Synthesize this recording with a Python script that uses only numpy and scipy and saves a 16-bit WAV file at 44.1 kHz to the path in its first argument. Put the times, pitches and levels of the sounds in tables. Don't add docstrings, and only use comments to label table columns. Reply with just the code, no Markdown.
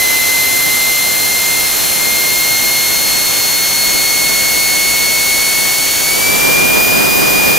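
import sys
import numpy as np
from scipy import signal
from scipy.fft import rfft, irfft
from scipy.io import wavfile
from scipy.ndimage import uniform_filter1d

SR = 44100
rng = np.random.default_rng(int(sys.argv[2]) if len(sys.argv) > 2 else 0)


def unload_wav(signal):
    wavfile.write(
        sys.argv[1],
        SR,
        np.round(np.clip(np.atleast_2d(signal).T, -1, 1) * 32767).astype(np.int16),
    )


N = 334278

# t/s, f/Hz
SHAFT_CREEP = [(0.0, 2054.8), (1.28, 2095.2), (2.02, 2114.9), (3.09, 2154.2), (4.56, 2183.7),
               (5.72, 2202.4), (6.06, 2213.9)]
# t/s, change of turning rate/Hz, rotor lag/s
THROTTLE_MOVES = [(6.094, 240.485, 0.33), (7.157, -144.834, 1.969)]
# f/Hz, relative level/dB
HARMONIC_1 = [(2055, -17.1), (2130, -18.9), (2190, -16.5), (2300, -15.4), (2390, -13.6), (2428, -14.8),
              (2442, -17.2)]
HARMONIC_2 = [(2055, -25.7), (2120, -23.1), (2170, -19.2), (2205, -22.8), (2370, -26.9), (2440, -24.6)]
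HARMONIC_3 = [(2055, -32), (2090, -35.2), (2170, -26.1), (2250, -30.6), (2380, -35.6)]
HARMONIC_5 = [(2055, -29), (2170, -35.0), (2300, -33.0), (2400, -39)]
HARMONIC_6 = [(2055, -23.9), (2110, -26.0), (2135, -21.4), (2170, -26.7), (2310, -24.6), (2440, -18.8)]
# f/Hz, half width/Hz, left loss/dB, right loss/dB
REFLECTION_NULLS = [(2093.2, 3.4, 4, 4), (2108.0, 1.6, 17, 5), (2111.9, 1.7, 3, 21), (2160.2, 11.7, 6, 13),
                    (2211.4, 6.2, 7, 12), (2270.9, 16.7, 6, 10), (2353.3, 11.1, 4, 8),
                    (4820.8, 25.7, 5, 11), (13500, 240, 6, 10)]
# shaft order, width/Hz, level at lowest speed/dB, loss per 100 Hz of turning rate/dB
EDDY_BANDS = [(5.65, 200, -23, 8), (6.33, 260, -27.5, 4), (5.0, 220, -34, 0)]
# f/Hz, relative level/dB
HISS_SPECTRUM = [(300, -11), (750, -5.5), (1200, -7), (1900, -4.6), (3500, -2.2), (4800, -3.9), (6000, -.6),
                 (7200, -1), (8200, -3.3), (9600, 0), (12400, -.7), (14000, -4.2), (14650, -2.7),
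                 (15600, -9)]
STEADY_ROAR_SPECTRUM = [(10, -26), (25, -11), (60, -7), (170, -2.5), (350, -1.5), (700, -4), (1200, -10.5),
                        (2200, -13), (5000, -25), (12000, -73)]
FULL_ROAR_SPECTRUM = [(10, -30), (30, -15), (80, -9.5), (170, -3.5), (350, -2), (700, -5), (1300, -11.5),
                      (2400, -15.5), (5000, -21.5), (12000, -45)]
# t/s, level/dB
STEADY_ROAR_LEVEL = [(0, -23.3), (2.4, -22.9), (3.7, -24.2), (4.3, -22.3), (5.6, -23.6)]
# f/Hz, correlation
HISS_CORRELATION = [(500, .95), (3000, .92), (6000, .88), (8500, .52), (11000, .6), (15000, .62)]
ROAR_CORRELATION = [(25, -.25), (80, -.62), (200, -.72), (350, -.75), (700, -.62), (1500, -.35),
                    (4000, -.25)]
# f/Hz, phase lag of the right port/rad
RIGHT_PORT_LAG = [(20, 0), (2200, 0), (4400, .2), (6800, .1), (8700, 1.25), (10800, 1.55), (12800, 1.3),
                  (15000, 1.25)]


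def whine(angle, shaft_hz, flutter_hz=9):
    harmonics = {1: HARMONIC_1, 2: HARMONIC_2, 3: HARMONIC_3, 5: HARMONIC_5, 6: HARMONIC_6}
    out = 0
    for order, strength in harmonics.items():
        scatter = .063 * order ** .6
        shared = flutter(flutter_hz)
        paths = np.array([1 + scatter * (shared + flutter(flutter_hz)) for _ in range(2)])
        tone = unit_rms((paths * np.exp(1j * order * angle)).imag)
        level_db = np.interp(shaft_hz, *np.transpose(strength))
        out = out + tone * undb(level_db) * reflections(order * shaft_hz)
    return out * pan(left_over_right_db=.4)


def reflections(tone_hz):
    loss_db = sum(np.outer([left_db, right_db], 1 / (1 + ((tone_hz - hz) / half_width_hz) ** 2))
                  for hz, half_width_hz, left_db, right_db in REFLECTION_NULLS)
    return undb(-loss_db)


def throttle(move_s=.15):
    t = np.arange(N) / SR
    added_hz = sum(change_hz * (1 - np.exp(-np.maximum(t - start, 0) / lag))
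                   for start, change_hz, lag in THROTTLE_MOVES)
    return uniform_filter1d(added_hz, int(move_s * SR), mode="nearest")


def swirl(angle, rise_hz):
    out = 0
    for order, width_hz, level_db, fade_db in EDDY_BANDS:
        shared = flutter(width_hz / 2)
        eddies = np.array([shared + .5 * flutter(width_hz / 2) for _ in range(2)])
        band = unit_rms((eddies * np.exp(1j * order * angle)).real)
        out = out + band * undb(level_db - fade_db * rise_hz / 100)
    return out


def hiss(rise_hz, push, base_db=-14.3, db_per_hz=.003, turn_down_db=3.0):
    level_db = base_db + db_per_hz * rise_hz - turn_down_db * push ** 3.5
    return turbulence(HISS_SPECTRUM, HISS_CORRELATION) * undb(level_db)


def exhaust(push, full_db=-13.5, surge_db=1.0, surge_hz=8):
    steady = turbulence(STEADY_ROAR_SPECTRUM, ROAR_CORRELATION) * undb(per_sample(STEADY_ROAR_LEVEL))
    full = turbulence(FULL_ROAR_SPECTRUM, ROAR_CORRELATION) * undb(full_db) * push ** .95
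    surge = undb(surge_db * drift(surge_hz))
    return (steady + full) * surge * pan(left_over_right_db=-1)


def turbulence(spectrum, correlation):
    mid, side = rfft(rng.standard_normal((2, N))) * undb(per_bin(spectrum))
    likeness = np.clip(per_bin(correlation), -1, 1)
    mid, side = mid * np.sqrt(1 + likeness), side * np.sqrt(1 - likeness)
    return unit_rms(irfft(np.array([mid + side, mid - side]), N))


def flutter(cutoff_hz):
    step = 16
    count = N // step + 1
    lowpass = signal.butter(2, cutoff_hz, fs=SR / step, output="sos")
    noise = rng.standard_normal(2 * count) + 1j * rng.standard_normal(2 * count)
    settled = signal.sosfilt(lowpass, noise)[count:]
    return unit_rms(np.interp(np.arange(N), step * np.arange(count), settled))


def drift(cutoff_hz):
    return unit_rms(flutter(cutoff_hz).real)


def pan(left_over_right_db):
    sides = undb(np.outer([1, -1], left_over_right_db) / 2)
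    return sides / np.sqrt(np.mean(sides ** 2, axis=0))


def per_bin(table):
    hz, value = np.transpose(table)
    bin_hz = np.maximum(np.fft.rfftfreq(N, 1 / SR), 1)
    return np.interp(np.log(bin_hz), np.log(hz), value)


def per_sample(table):
    return np.interp(np.arange(N) / SR, *np.transpose(table))


def undb(db):
    return 10 ** (np.asarray(db) / 20)


def unit_rms(x):
    return x / np.sqrt(np.mean(np.abs(x) ** 2))


def scene(whine_db=.2, hunting_hz=.79):
    added_hz = throttle()
    push = np.clip(added_hz / added_hz.max(), 0, 1)
    shaft_hz = per_sample(SHAFT_CREEP) + added_hz
    rise_hz = shaft_hz - shaft_hz.min()
    wander_hz = hunting_hz * drift(cutoff_hz=3.87)
    angle = 2 * np.pi * np.cumsum(shaft_hz + wander_hz) / SR
    rotor = whine(angle, shaft_hz) * undb(whine_db) + swirl(angle, rise_hz)
    return rotor + hiss(rise_hz, push) + exhaust(push)


def record(dry, ceiling=.82, top_hz=15750):
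    left, right = dry
    late_right = irfft(rfft(right) * np.exp(-1j * per_bin(RIGHT_PORT_LAG)), N)
    ports = np.array([left, late_right])
    rounded = ports / (1 + (ports / ceiling) ** 8) ** (1 / 8)
    lowpass = signal.firwin(511, top_hz, fs=SR)
    return signal.fftconvolve(rounded, lowpass[None], mode="same", axes=1)


dry = scene()
out = record(dry)
unload_wav(out)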